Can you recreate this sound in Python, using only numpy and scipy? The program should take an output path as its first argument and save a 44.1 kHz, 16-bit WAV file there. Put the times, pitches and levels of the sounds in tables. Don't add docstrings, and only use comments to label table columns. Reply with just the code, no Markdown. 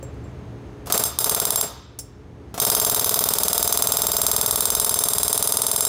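import sys
import numpy as np
from scipy import signal
from scipy.fft import rfft, irfft, next_fast_len
from scipy.io import wavfile
from scipy.ndimage import uniform_filter1d, minimum_filter1d, map_coordinates

SR = 44100
rng = np.random.default_rng(int(sys.argv[2]) if len(sys.argv) > 2 else 0)


def digitize_waveform(pressure):
    field = np.atleast_2d(pressure).T
    bounded = np.clip(field, -1, 1)
    quanta = np.round(bounded * 32767).astype(np.int16)
    wavfile.write(sys.argv[1], SR, quanta)


N = 259308

# frequency in Hz, relative spectral density in dB.
RUMBLE_SPECTRUM = [(15, -55.5), (25, -28.5), (48, -2.5), (64, 3.5), (123, -5.5), (153, -8), (285, -13),
                   (384, -15.5), (416, -12.5), (714, -22), (775, -21.5), (988, -24), (2760, -36),
                   (3620, -39.5), (6380, -46), (16000, -61)]
# frequency in Hz, relative level in dB.
HUM_TONES = [(64.6, -52), (120, -43), (215, -55), (283, -49.5), (350, -52), (420, -52.5), (6358, -77.5),
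             (6481, -76.5)]
# time in seconds, gain in dB.
BACKGROUND_GAIN = [(0, 3), (0.8, 2), (1.1, -1), (1.85, -5.5), (2.15, -4), (2.5, -1.5), (3.0, 0),
                   (5.8, -3.5)]
# frequency in Hz, time to decay by 60 dB in seconds.
ROOM_T60 = [(100, 0.6), (500, 0.56), (1200, 0.91), (3000, 1), (5500, 0.68), (9000, 0.3), (14000, 0.3)]

# start in seconds, then levels in dB of click, main mode, overtones and knock.
LIGHT_TAPS = [(0.0281, -45.5, -41, -73, -37.5), (0.1427, -65, -66, -80, -60), (0.241, -66, -54, -74, -60),
              (1.9888, -27.5, -35, -39, -52)]
# frequency in Hz, relative spectral density in dB.
CLICK_SPECTRUM = [(300, -9), (2000, -22.5), (4200, -18), (5200, -4.5), (8500, -5), (10400, -5),
                  (11000, -16), (15500, -6)]
# frequency in Hz, relative level in dB.
KNOCK_MODES = [(540, 4.5), (900, -6)]

# start in seconds, hiss level in dB, chuff level in dB.
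TRIGGER_AIR = [(0.8598, -41, -39), (0.8697, -49, -29), (0.9001, -26, -22), (2.5415, -55, -28),
               (2.578, -37, -23.5)]
# frequency in Hz, relative spectral density in dB.
EXHAUST_SPECTRUM = [(25, -27.5), (60, -11.5), (130, -4.5), (200, -4), (330, -8), (430, -6.5), (520, -2),
                    (690, -0.5), (850, -8), (1250, -4.5), (1700, -14.5), (2600, -16.5), (5000, -15),
                    (15000, -18.5)]
# time in seconds, gain in dB.
AIR_FLOW = [(0.92, 6), (1.04, -9), (1.19, -5.5), (1.25, 1), (1.55, -4), (1.62, -2), (2.6, 2), (3.0, -1.5),
            (4.3, -2.5), (5.0, -4), (5.8, -4.5)]
# frequency in Hz, relative level in dB.
HOLLOW_MODES = [(428, 5.5), (630, -0.5), (692, 4.5), (905, -1), (1235, -11.5)]

# first blow in seconds, number of blows.
TRIGGER_PULLS = [(0.9234, 3), (1.1878, 9), (2.6001, 68)]
BURST_FORCE_DB = [-3, -3.5, -1]
# time in seconds, blows a second.
SHORT_BURST_RATE = [(0.92, 19.5), (1.04, 15.55), (1.19, 16.8), (1.24, 19.25), (1.61, 18.75)]
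LONG_BURST_RATE = [(2.6, 19.944), (2.88, 20.391), (3.49, 20.654), (4.18, 20.224), (4.87, 21.031),
                   (5.19, 20.512), (5.73, 20.894), (5.85, 23.331)]
# time in seconds, gain in dB.
GRIP_GAIN = [(0.92, 1.5), (1.04, -4.5), (1.5, -7.5), (1.56, 2), (1.62, -3.5), (2.6, 1), (2.75, -5),
             (2.8, 3.5), (3.14, -10), (3.7, -2), (4.5, -1.5), (5.6, -5.5), (5.85, 3.5)]
# time in seconds, gain of the middle treble in dB.
SEATING_SHIFT = [(0.95, -1.5), (1.5, -1), (2.7, -3.5), (4.2, -2), (4.8, 1), (5.8, 2)]
# frequency in Hz, relative level in dB.
STEEL_MODES = [(3658, -48), (3706, -44), (4889, -45), (4921, -47), (5316, -49), (5382, -45), (8443, -40),
               (8636, -44), (9004, -38), (10357, -43), (10433, -39), (10484, -34), (11705, -40),
               (11980, -45), (12846, -42), (13050, -44), (13230, -42), (13512, -46), (13557, -36),
               (14181, -44), (14589, -45), (14634, -35), (14674, -39), (14967, -44), (14999, -45),
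               (15140, -42)]
# centre in Hz, width in Hz, relative level in dB.
CLANK_RESONANCES = [(1020, 460, -4), (3654, 297, -3), (5040, 394, -3), (6270, 430, -0.5), (8650, 560, 2),
                    (9650, 200, 0), (10350, 230, 5), (11200, 300, -2), (11830, 220, 1.5), (13080, 350, 0.5),
                    (14600, 190, 1), (15080, 300, -1)]

DRIVER_HZ = 7460


def amp(db):
    return 10 ** (np.asarray(db) / 20)


def unit_rms(x):
    return x / np.sqrt(np.mean(x ** 2) + 1e-20)


def at_hz(rows, hz):
    knots_hz, values = np.transpose(rows)
    return np.interp(np.log(hz + 1), np.log(knots_hz + 1), values)


def at_time(rows, t):
    return np.interp(t, *np.transpose(rows))


def wobble(rate):
    knots = rng.standard_normal(int(N * rate / SR) + 4)
    return map_coordinates(knots, [np.arange(N) * rate / SR])


def filtered(x, response):
    size = x.shape[-1]
    padded = next_fast_len(size + 4096)
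    return irfft(rfft(x, padded) * response(np.fft.rfftfreq(padded, 1 / SR)), padded)[..., :size]


def coloured(x, response):
    return unit_rms(filtered(x, response)) * x.std()


def noise(spectrum, size):
    return unit_rms(filtered(rng.standard_normal(size), lambda hz: amp(at_hz(spectrum, hz))))


def noise_pulses(envelope, fresh, count):
    draws = rng.standard_normal((count + 1, len(envelope))) * envelope
    pulses = np.sqrt(1 - fresh) * draws[0] + np.sqrt(fresh) * draws[1:]
    spectra = rfft(pulses, 2 * len(envelope))
    return irfft(spectra / np.abs(spectra))[:, :len(envelope)] * np.linalg.norm(envelope)


def decay(t, t60):
    return np.exp(-np.log(1000) * t / t60)


def sine(hz, t):
    return np.sin(2 * np.pi * (hz * t + rng.random()))


def add(track, start, sound):
    part = track[round(start * SR):][:len(sound)]
    part += sound[:len(part)]


def shop_machines(rumble_db, hum_db, waver_rad):
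    t = np.arange(N) / SR
    hum = sum(amp(db) * np.sin(2 * np.pi * hz * t + waver_rad * wobble(11)) for hz, db in HUM_TONES)
    rumble = noise(RUMBLE_SPECTRUM, N)
    return amp(at_time(BACKGROUND_GAIN, t)) * (amp(rumble_db) * rumble + amp(hum_db) * hum)


def reverberation(x, build_s, early_db, early_t60):
    track, step = np.zeros(N), SR // 3
    for first in range(0, N, step):
        hz, t, spectra = signal.stft(rng.standard_normal(SR * 3 // 4), SR, nperseg=256)
        envelope = decay(t, at_hz(ROOM_T60, hz)[:, None]) + amp(early_db) * decay(t, early_t60)
        echoes = signal.istft(spectra * envelope, SR, nperseg=256)[1]
        echoes *= np.clip(np.arange(len(echoes)) / SR / build_s, 0, 1) ** 2
        add(track, first / SR, signal.fftconvolve(x[first:first + step], echoes / np.linalg.norm(echoes)))
    return track


def taps(click_t60, body_t60, body_db, ring_t60, knock_t60):
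    track, t = np.zeros(N), np.arange(SR // 3) / SR
    for start, click_db, ring_db, overtone_db, knock_db in LIGHT_TAPS:
        click = noise(CLICK_SPECTRUM, len(t)) * (decay(t, click_t60) + amp(body_db) * decay(t, body_t60))
        overtones = sum(sine(hz, t) for hz in (5389, 9015, 10485))
        ring = (amp(ring_db) * sine(DRIVER_HZ, t) + amp(overtone_db) * overtones) * decay(t, ring_t60)
        knock = sum(amp(db) * sine(hz, t) for hz, db in KNOCK_MODES) * decay(t, knock_t60)
        add(track, start, amp(click_db) * click + ring + amp(knock_db) * knock)
    return track


def air_inrush(hiss_t60, chuff_t60):
    track, t = np.zeros(N), np.arange(SR // 8) / SR
    for start, hiss_db, chuff_db in TRIGGER_AIR:
        hiss = noise([(1500, -28.0), (3500, 2.0), (10000, 9.5), (15000, 0.0)], len(t)) * decay(t, hiss_t60)
        chuff = noise(EXHAUST_SPECTRUM, len(t)) * decay(t, chuff_t60)
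        add(track, start, amp(hiss_db) * hiss + amp(chuff_db) * chuff)
    return track


def exhaust(blows, level_db, delay_s, width_s, fresh):
    track, t = np.zeros(N), np.arange(SR // 7) / SR
    envelope = np.exp(-((t - delay_s) / width_s) ** 2)
    pulses = noise_pulses(envelope, fresh, len(blows))
    puffs = coloured(pulses, lambda hz: amp(at_hz(EXHAUST_SPECTRUM, hz)))
    for (start, _, _), puff in zip(blows, puffs):
        add(track, start, amp(level_db + at_time(AIR_FLOW, start)) * puff)
    return track


def housing(blows, level_db, rise_s, t60, air_exponent):
    track, t = np.zeros(N), np.arange(SR // 7) / SR
    swell = np.clip(t / rise_s, 0, 1) ** 2 * decay(t, t60)
    hollow = swell * sum(amp(db) * sine(hz, t) for hz, db in HOLLOW_MODES)
    for start, _, _ in blows:
        add(track, start, amp(level_db + air_exponent * at_time(AIR_FLOW, start)) * hollow)
    return track


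def piston_blows(surge_db, surge_s, force_scatter_db, ring_scatter_db):
    blows, t = [], np.arange(N) / SR
    for (start, count), burst_db in zip(TRIGGER_PULLS, BURST_FORCE_DB):
        cycles = np.cumsum(at_time(SHORT_BURST_RATE + LONG_BURST_RATE, start + t)) / SR
        elapsed = np.interp(np.arange(count), cycles, t)
        scatter = rng.standard_normal((count, 2))
        force_db = burst_db + surge_db * np.exp(-elapsed / surge_s) + force_scatter_db * scatter[:, 0]
        ring_db = at_time(GRIP_GAIN, start + elapsed) + ring_scatter_db * scatter[:, 1]
        blows += zip(start + elapsed, force_db, ring_db)
    return blows


def guide_seating(metal, middle_hz, top_hz, top_cut_ratio):
    shift_db = at_time(SEATING_SHIFT, np.arange(N) / SR)
    top_db = -top_cut_ratio * np.maximum(shift_db, 0)
    middle = filtered(metal, lambda hz: np.exp(-((hz - middle_hz) / 1500) ** 2))
    top = filtered(metal, lambda hz: np.exp(-((hz - top_hz) / 1500) ** 2))
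    return metal + (amp(shift_db) - 1) * middle + (amp(top_db) - 1) * top


def driver_ring(blows, level_db, t60):
    track = np.zeros(N)
    gaps = np.diff([start for start, _, _ in blows], append=N / SR)
    for (start, _, ring_db), gap in zip(blows, gaps):
        t = np.arange(int(gap * SR)) / SR
        add(track, start, amp(level_db + ring_db) * sine(DRIVER_HZ, t) * decay(t, t60))
    return track


def steel_ring(blows, level_db, t60, scatter_db, scatter_rad, tilt_db_per_octave, force_exponent):
    track, t = np.zeros(N), np.arange(SR // 4) / SR
    hz, mode_db = np.transpose(STEEL_MODES)
    tilted_db = mode_db + tilt_db_per_octave * np.log2(hz / DRIVER_HZ)
    modes = np.exp(2j * np.pi * hz[:, None] * t) * decay(t, t60)
    for start, force_db, _ in blows:
        strengths = amp(tilted_db + scatter_db * rng.standard_normal(len(hz)))
        phases = 2 * np.pi * hz * start + scatter_rad * rng.standard_normal(len(hz))
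        ring = ((strengths * np.exp(1j * phases)) @ modes).real
        add(track, start, amp(level_db + force_exponent * force_db) * ring)
    return track


def clanks(blows, level_db, crack_t60, body_t60, body_db, dip_db, fresh):
    def metal_response(hz):
        power = sum(amp(db) ** 2 / (1 + ((hz * hz - centre * centre) / (hz * width + 1)) ** 2)
                    for centre, width, db in CLANK_RESONANCES)
        radiation = [(1350, 0.2), (1800, dip_db), (2600, dip_db), (3200, 0.14), (8000, 0.1), (14000, 0.3)]
        return np.sqrt(power) * amp(at_hz(radiation, hz))

    track, t = np.zeros(N), np.arange(SR // 12) / SR
    envelope = decay(t, crack_t60) + amp(body_db) * decay(t, body_t60)
    crashes = coloured(noise_pulses(envelope, fresh, len(blows)), metal_response)
    for (start, force_db, _), crash in zip(blows, crashes):
        add(track, start, amp(level_db + force_db) * crash)
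    return track


def scene():
    blows = piston_blows(surge_db=4.5, surge_s=0.39, force_scatter_db=0.5, ring_scatter_db=0.5)
    crash = clanks(blows, level_db=1, crack_t60=0.02, body_t60=0.058, body_db=-14.5,
                   dip_db=-12.5, fresh=0.077)
    ring = steel_ring(blows, level_db=9.5, t60=0.19, scatter_db=3.0, scatter_rad=1.0,
                      tilt_db_per_octave=0.5, force_exponent=1.7)
    crash, ring = guide_seating(np.array([crash, ring]), middle_hz=9260, top_hz=15000, top_cut_ratio=1.3)
    ring += driver_ring(blows, level_db=-19.5, t60=0.22)
    air = exhaust(blows, level_db=-26.5, delay_s=0.026, width_s=0.015, fresh=0.24)
    air += air_inrush(hiss_t60=0.04, chuff_t60=0.1)
    hollow = housing(blows, level_db=-26.0, rise_s=0.021, t60=0.12, air_exponent=0.6)
    tapping = taps(click_t60=0.044, body_t60=0.12, body_db=-5.5, ring_t60=0.17, knock_t60=0.12)
    into_room = (amp(-18) * crash + amp(-13.5) * ring + amp(-5) * air
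                 + amp(-17.5) * hollow + amp(-15) * tapping)
    echoes = reverberation(into_room, build_s=0.022, early_db=16.5, early_t60=0.067)
    background = shop_machines(rumble_db=-39.0, hum_db=0.5, waver_rad=1.0)
    return (crash + ring + air + hollow + tapping + echoes + background)[None]


def limiter(x, ceiling_db, hold_s):
    ahead, hold = SR // 700, int(hold_s * SR)
    needed = np.minimum(1, amp(ceiling_db) / (np.abs(x) + 1e-9))
    gain = minimum_filter1d(needed, hold + 2 * ahead, origin=hold // 2)
    return x * uniform_filter1d(gain, 2 * ahead)


def record(dry):
    bass_hz, top_hz, saturation = 40, 15850, 0.57
    voltage = filtered(dry, lambda hz: hz ** 3 / (hz ** 3 + bass_hz ** 3))
    limited = limiter(voltage, ceiling_db=-1, hold_s=0.0115)
    rounded = limited / (1 + (limited / saturation) ** 6) ** (1 / 6)
    return filtered(rounded, lambda hz: 1 / (1 + (hz / top_hz) ** 160))


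dry = scene()
out = record(dry)
digitize_waveform(out)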